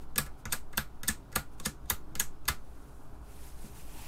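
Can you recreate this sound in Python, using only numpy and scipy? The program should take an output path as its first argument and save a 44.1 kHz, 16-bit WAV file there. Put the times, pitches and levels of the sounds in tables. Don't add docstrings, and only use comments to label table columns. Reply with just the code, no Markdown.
import sys
import numpy as np
from scipy import signal
from scipy.io import wavfile
from scipy.ndimage import uniform_filter1d, minimum_filter1d

SR = 44100
rng = np.random.default_rng(int(sys.argv[2]) if len(sys.argv) > 2 else 0)


def int16_out(signal):
    q = np.round(np.clip(np.atleast_2d(signal).T, -1, 1) * 32767)
    wavfile.write(sys.argv[1], SR, q.astype(np.int16))


def nominal_scale(level):
    x = np.asarray(level, float) / 20
    return 10 ** x


N = 179707

# frequency in Hz, T60 in seconds.
ROOM_DECAY = [(300, 0.14), (1200, 0.13), (3000, 0.17), (7000, 0.17), (14000, 0.14)]
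# start in seconds, nail tick in dB, finger weight in dB, paddle pitch in Hz.
FINGER_TOUCHES = [(0.1585, -35.5, -41.5, 1460), (.262, -53, -50, 1010), (0.269, -62, -54, 1010),
                  (0.454, -38.5, -37.5, 1420), (0.728, -57, -55, 1690), (0.7312, -53.5, -48.5, 1670),
                  (1.0323, -37, -41.5, 1960), (1.318, -58, -65, 1640), (1.3261, -50.5, -50, 1650),
                  (1.5988, -40.5, -47.5, 1120), (1.857, -62, -64, 1530), (2.1526, -36, -43.5, 1680),
                  (2.4535, -50.5, -62, 1620)]


def evened(x):
    return x / np.sqrt(np.mean(x ** 2) + 1e-20)


def read(points, hz):
    f, value = np.transpose(points)
    return np.interp(np.log(hz + 1), np.log(f + 1), value)


def add(mix, s, sound):
    part = mix[round(s * SR):][:len(sound)]
    part += sound[:len(part)]


def coloured(points, size, patchy_db, flicker_db):
    frames = N * 4 // size + 8
    hz = np.fft.rfftfreq(size, 1 / SR)
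    a, b, patches = rng.standard_normal((frames, len(hz), 3)).T
    patches = uniform_filter1d(patches, size=12, axis=0)
    patches = evened(uniform_filter1d(patches, size=8, axis=1))
    flicker = evened(uniform_filter1d(rng.standard_normal(frames), size=3))
    level_db = read(points, hz)[:, None] + patchy_db * patches + flicker_db * flicker
    noise = signal.istft((a + 1j * b) * nominal_scale(level_db), nperseg=size, noverlap=size * 3 // 4)[1]
    return evened(noise[:N])


def ring(modes, chance):
    spread_db, detune = 2, 0.01
    t = np.arange(round(0.3 * SR)) / SR
    out = np.zeros(len(t))
    for k, ((hz, db, t60), (a, b)) in enumerate(zip(modes, chance)):
        decay = nominal_scale(db + spread_db * a - 60 * t / t60)
        out += (-1) ** k * decay * np.sin(2 * np.pi * hz * (1 + detune * b) * t)
    return out


def near(modes, centre_hz, db_per_octave):
    return [(hz, db - db_per_octave * abs(np.log2(hz / centre_hz)), t60) for hz, db, t60 in modes]


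def air():
    # frequency in Hz, density in dB per Hz.
    air_colour = [(56, -27.5), (95, 0.5), (152, 1.5), (177, -9), (303, -2.5), (359, -12), (408, -4),
                  (455, -15.5), (655, -12.5), (963, -13.5), (1450, -17.5), (1850, -29.5), (7550, -37.5),
                  (10600, -37.5), (16000, -41)]
    return nominal_scale(-54.5) * coloured(air_colour, size=2048, patchy_db=1.23, flicker_db=0.5)


def rumble():
    # frequency in Hz, density in dB per Hz.
    rumble_colour = [(2.4, -24.5), (4.0, 6.5), (17, -7.5), (38, -21.5), (59, -9), (75, -33), (100, -23),
                     (130, -46), (220, -120)]
    return nominal_scale(-40.5) * coloured(rumble_colour, size=8192, patchy_db=-0.5, flicker_db=0.0)


def sleeve():
    # frequency in Hz, density in dB per Hz.
    cloth = [(350, -61), (600, -15), (800, 1.5), (970, -20.5), (1100, -22), (1440, -10), (3980, -14.5),
             (10100, -10), (13900, -14.5), (15900, -19)]
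    folds = [(500, -34), (800, -0.5), (1300, -12), (2000, -11.5), (2460, -5.5), (3000, -10.5), (4300, -15),
             (7000, -18)]
    # middle in seconds, length in seconds, level in dB, heavy folds in dB.
    strokes = [(.022, 0.063, -67, 2), (0.265, 0.032, -57.5, -1), (0.4, 0.054, -67, -14),
               (1.535, 0.044, -68.5, -11.5), (1.591, 0.035, -65.5, -9), (2.87, 0.68, -68, -38),
               (3.346, 0.23, -61, -5), (3.46, 0.19, -55.5, -29), (3.65, 0.23, -56, -18),
               (3.787, 0.12, -55, -5.5), (3.883, 0.22, -59.5, -19), (4.03, 0.31, -53.5, -1)]
    stroke_end_db = -12
    t = np.arange(N) / SR
    middle, length, db, folds_db = np.transpose(strokes)[:, :, None]
    power = nominal_scale(db + stroke_end_db * (2 * (t - middle) / length) ** 2) ** 2
    hiss_level = np.sqrt(power.sum(axis=0))
    rub_level = np.sqrt((power * nominal_scale(folds_db) ** 2).sum(axis=0))
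    hiss = hiss_level * coloured(cloth, size=256, patchy_db=1.5, flicker_db=0)
    rub = rub_level * coloured(folds, size=512, patchy_db=2.5, flicker_db=-0.5)
    return hiss + rub


def creep():
    # frequency in Hz, level in dB, T60 in seconds.
    cam = [(3900, 5, 0.0024), (5020, -1.5, 0.004), (6460, -1, 0.0043), (8500, -0.5, 0.0023),
           (12000, 1, .0012)]
    # let-go in seconds, drag in dB, last slip in dB.
    presses = [
        (0.181, -52, -43),
        (.5215, -51.5, -48),
        (0.773, -59.5, -49),
        (1.077, -58, -37),
        (1.3538, -62, -47),
        (1.651, -52.5, -44),
        (1.898, -59, -42),
        (2.197, -58, -45),
        (2.478, -62, -59),
    ]
    creep_s, slip_s = 0.03, 0.003
    drag_s = creep_s - slip_s
    level = np.zeros(N)
    t = np.arange(0, creep_s, 1 / SR)
    for s, drag_db, slip_db in presses:
        db = np.interp(t, [drag_s, creep_s], [drag_db, slip_db])
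        add(level, s - creep_s, nominal_scale(db) * np.minimum(t / drag_s, 1))
    slips = rng.standard_normal(N) * nominal_scale(2.9 * rng.exponential(1, N))
    cam_ring = ring(cam, np.zeros((len(cam), 2)))[:600]
    return level * evened(signal.oaconvolve(slips, cam_ring)[:N])


def impacts():
    # start in seconds, crack in dB, crack pitch in Hz, housing in dB.
    snaps = [(0.1793, -20.5, 11800, -29), (0.5212, -38.5, 8000, -33.5), (0.5245, -23.5, 7800, -45),
             (.7734, -27, 12800, -38), (1.078, -30, 12110, -40), (1.0809, -21.5, 8300, -31.5),
             (1.3535, -39, 8820, -49), (1.356, -31, 9100, -37.5), (1.6501, -39, 7250, -45),
             (1.6541, -38, 8450, -34), (1.6567, -34, 8900, -33.5), (1.898, -35, 12110, -34),
             (1.9003, -19.5, 12000, -41), (2.195, -31, 10000, -45), (2.1978, -19.5, 9700, -28.5),
             (2.4786, -33.5, 11400, -38)]
    # start in seconds, crack in dB, crack pitch in Hz, blow in dB, paddle pitch in Hz.
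    slams = [(.1816, -21, 10200, -27.5, 1160), (0.5287, -25, 10900, -31.5, 1634),
             (.7771, -24, 11800, -26.5, 1585), (1.086, -21.5, 6670, -28, 1740),
             (1.359, -21.5, 11800, -28, 1180), (1.3607, -45, 8100, -35, 1370),
             (1.6589, -25.5, 7200, -35, 1740), (1.903, -30.5, 10300, -28.5, 1255),
             (2.2033, -24.5, 8350, -35, 1620), (2.481, -26.5, 12500, -29.5, 1370),
             (2.4845, -23, 11100, -27, 1150)]
    touch_hz, touch_housing_db, snap_paddle_db, slam_housing_db = 7100, -2.5, -6, 1.5
    rows = []
    for s, db, weight_db, paddle_hz in FINGER_TOUCHES:
        rows.append((s, db, touch_hz, db + touch_housing_db, weight_db, paddle_hz))
    for s, db, hz, housing_db in snaps:
        paddle_hz = min(slams, key=lambda slam: abs(slam[0] - s))[-1]
        rows.append((s, db, hz, housing_db, housing_db + snap_paddle_db, paddle_hz))
    for s, db, hz, blow_db, paddle_hz in slams:
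        rows.append((s, db, hz, blow_db + slam_housing_db, blow_db, paddle_hz))
    return rows


def chatter(chance, rise_s, fade_s, share, first_db):
    when, size = chance
    t = np.arange(1, len(size) + 1) / SR
    swarm = size * (0.11 + (when < share)) * (1 - np.exp(-t / rise_s)) * np.exp(-t / fade_s)
    firm_blow = nominal_scale(first_db) * (np.arange(len(t)) == round(rise_s * SR))
    return swarm / np.linalg.norm(swarm) + firm_blow


def strike(blows, modes, db, count):
    sound = signal.fftconvolve(blows, modes)
    return nominal_scale(db) * sound / np.sqrt(np.mean(sound[:count] ** 2))


def switches():
    # frequency in Hz, level in dB, T60 in seconds.
    contact_modes = [(5280, -11, 0.0026), (6750, -3.5, 0.0054), (7370, -2.5, 0.0019), (8140, -1.5, 0.0036),
                     (9540, -1, 0.0016), (11900, -2, 0.0027), (12790, -3.5, 0.0031), (14270, -1.5, 0.002),
                     (15860, -7.5, 0.00097)]
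    spring_modes = [(3805, 3.5, 0.046), (4020, 3, 0.12), (5420, -7.5, 0.16), (6520, -1.5, 0.0706),
                    (7800, -2.5, 0.15), (8700, -9.5, 0.081), (9870, -15, 0.101), (11440, -6, 0.12)]
    housing_modes = [(2480, -3.5, 0.0049), (2830, -2.5, 0.0034), (3680, -6, 0.011), (4070, -4.5, 0.0037),
                     (4610, -2.5, 0.0051)]
    paddle_modes = [(767, -12, 0.069), (1010, -3, 0.026), (1180, -13, 0.13), (1350, 1.5, 0.015),
                    (1302, -17, 0.2), (1429, -20.5, 0.26), (1460, -8.5, 0.088), (1686, -2, 0.048),
                    (1780, -11, 0.05), (1960, -1.5, 0.022), (2115, -12, 0.1), (2580, -5.5, 0.0088)]
    spring_db = -23
    treble, body = np.zeros((2, N))
    rows = impacts()
    chance = rng.standard_normal((len(rows), 4, 13, 2))
    rebounds = rng.random((len(rows), 2, 900))
    for row, c, (when, size) in zip(rows, chance, rebounds):
        s, crack_db, crack_hz, knock_db, paddle_db, paddle_hz = row
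        signed = 2 * size - 1
        quick = chatter((when, signed), 0.00013, 0.0033, 0.24, first_db=-8.5)
        slow = chatter((when[::-1], signed[::-1]), 0.00093, 0.0021, 0.088, first_db=3)
        crack = ring(near(contact_modes, crack_hz, 8.1), c[0])[:800]
        housing = ring(housing_modes, c[1])[:800]
        paddle = ring(near(paddle_modes + [(paddle_hz, -1.5, 0.05)], paddle_hz, 9.1), c[2])
        spring = ring(near(spring_modes, crack_hz, 3.8), c[3])
        add(treble, s, strike(quick, crack, crack_db - 3.0, count=150))
        add(treble, s, strike(quick, spring, crack_db + spring_db, count=300))
        add(treble, s + 0.00032, strike(quick, housing, knock_db - 3.5, count=180))
        add(body, s + 0.00057, strike(slow, paddle, paddle_db - 2.5, count=350))
    return treble, body


def board():
    # frequency in Hz, level in dB, T60 in seconds.
    board_modes = [(143.9, -2, 0.13), (205, -9, 0.086), (339, -8.5, 0.057), (409.5, -2.5, 0.024),
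                   (520, -3.5, 0.076)]
    sag_modes = [(49.8, -9, 0.31), (66.4, 11.5, 0.11), (93.2, 4, 0.13)]
    # start in seconds, knock in dB, knock pitch in Hz, sag in dB.
    jolts = [(.181, -31, 143.6, -41), (.533, -38, 144, -52), (.774, -32.5, 142, -40.5),
             (1.086, -32, 215, -39), (1.358, -30, 143.2, -39.5), (1.659, -30.5, 211, -45),
             (1.905, -36.5, 141.4, -36.5), (2.202, -38.5, 143, -41.5), (2.484, -35.5, 126.5, -35.5),
             (3.638, -44, 213, -67), (3.733, -73, 128, -61)]
    press_db, press_hz, press_sag_db = 1, 135, -6
    presses = [(s, db + press_db, press_hz, db + press_sag_db) for s, _, db, _ in FINGER_TOUCHES]
    rows = jolts + presses
    out = np.zeros(N)
    short_push = np.hanning(round(0.0019 * SR))
    slow_push = np.hanning(round(0.0072 * SR))
    chance = rng.standard_normal((len(rows), 2, 6, 2))
    for (s, knock_db, hz, sag_db), c in zip(rows, chance):
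        knock_modes = near(board_modes, hz, 2.4) + [(hz, 1.5, 0.07)]
        knock = signal.fftconvolve(short_push, ring(knock_modes, c[0]))
        sag = signal.fftconvolve(slow_push, ring(sag_modes, c[1]))
        add(out, s + 0.00378, nominal_scale(knock_db + 2.7) * knock / np.abs(knock).max())
        add(out, s + 0.00303, nominal_scale(sag_db + 1.5) * sag / np.abs(sag).max())
    return out


def scatter(x):
    hz, t, z = signal.stft(x, SR, nperseg=256, noverlap=192)
    power = uniform_filter1d(abs(z) ** 2, size=11, axis=0)
    keep = nominal_scale(-120 * (t[1] - t[0]) / read(ROOM_DECAY, hz))
    power = np.array([signal.lfilter([1 - r], [1, -r], p) for r, p in zip(keep, power)])
    a, b = rng.standard_normal((len(t), len(hz), 2)).T
    tail = signal.istft((a + 1j * b) * np.sqrt(abs(power)), SR, nperseg=256, noverlap=192)[1]
    return np.concatenate([np.zeros(190), tail])[:N]


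def room(x):
    taps = np.zeros(SR // 2)
    at = np.arange(88, len(taps) - 12, 12)
    taps[at + rng.integers(0, 12, len(at))] = rng.choice([-1., 1.], len(at))
    hz, t, z = signal.stft(taps, SR, nperseg=128)
    decay = nominal_scale(-60 * t / read(ROOM_DECAY, hz)[:, None])
    tail = signal.istft(z * decay, SR, nperseg=128)[1]
    return signal.fftconvolve(x, tail / np.linalg.norm(tail))[:N]


def scene():
    treble, body = switches()
    thumps = board()
    tail = nominal_scale(-6.0) * scatter(treble) + nominal_scale(-6) * scatter(body)
    tail += room(nominal_scale(-17.5) * treble + nominal_scale(-14.5) * body + nominal_scale(-10.0) * thumps)
    background = air() + rumble() + sleeve()
    return (treble + body + thumps + creep() + tail + background)[None]


def roll_off(x):
    return signal.sosfilt(signal.butter(12, 16960, fs=SR, output="sos"), x)


def record(dry):
    band_limit = signal.firwin(301, 15750, window=("kaiser", 8), fs=SR)
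    x = signal.oaconvolve(dry, band_limit[None], "same")
    treble = x - signal.oaconvolve(x, signal.firwin(101, 3800, fs=SR)[None], "same")
    level_db = 10 * np.log10(abs(uniform_filter1d(treble[0] ** 2, size=64)) + 1e-12)
    coming_db = -minimum_filter1d(-level_db, size=520, origin=-259)
    attack_ahead = coming_db - level_db > 24
    not_falling = np.roll(level_db, -170) < level_db + 9
    starved = attack_ahead & not_falling & (level_db < -66)
    mix = x - treble * uniform_filter1d(starved * 1., size=60)
    return roll_off(mix)


dry = scene()
out = record(dry)
int16_out(out)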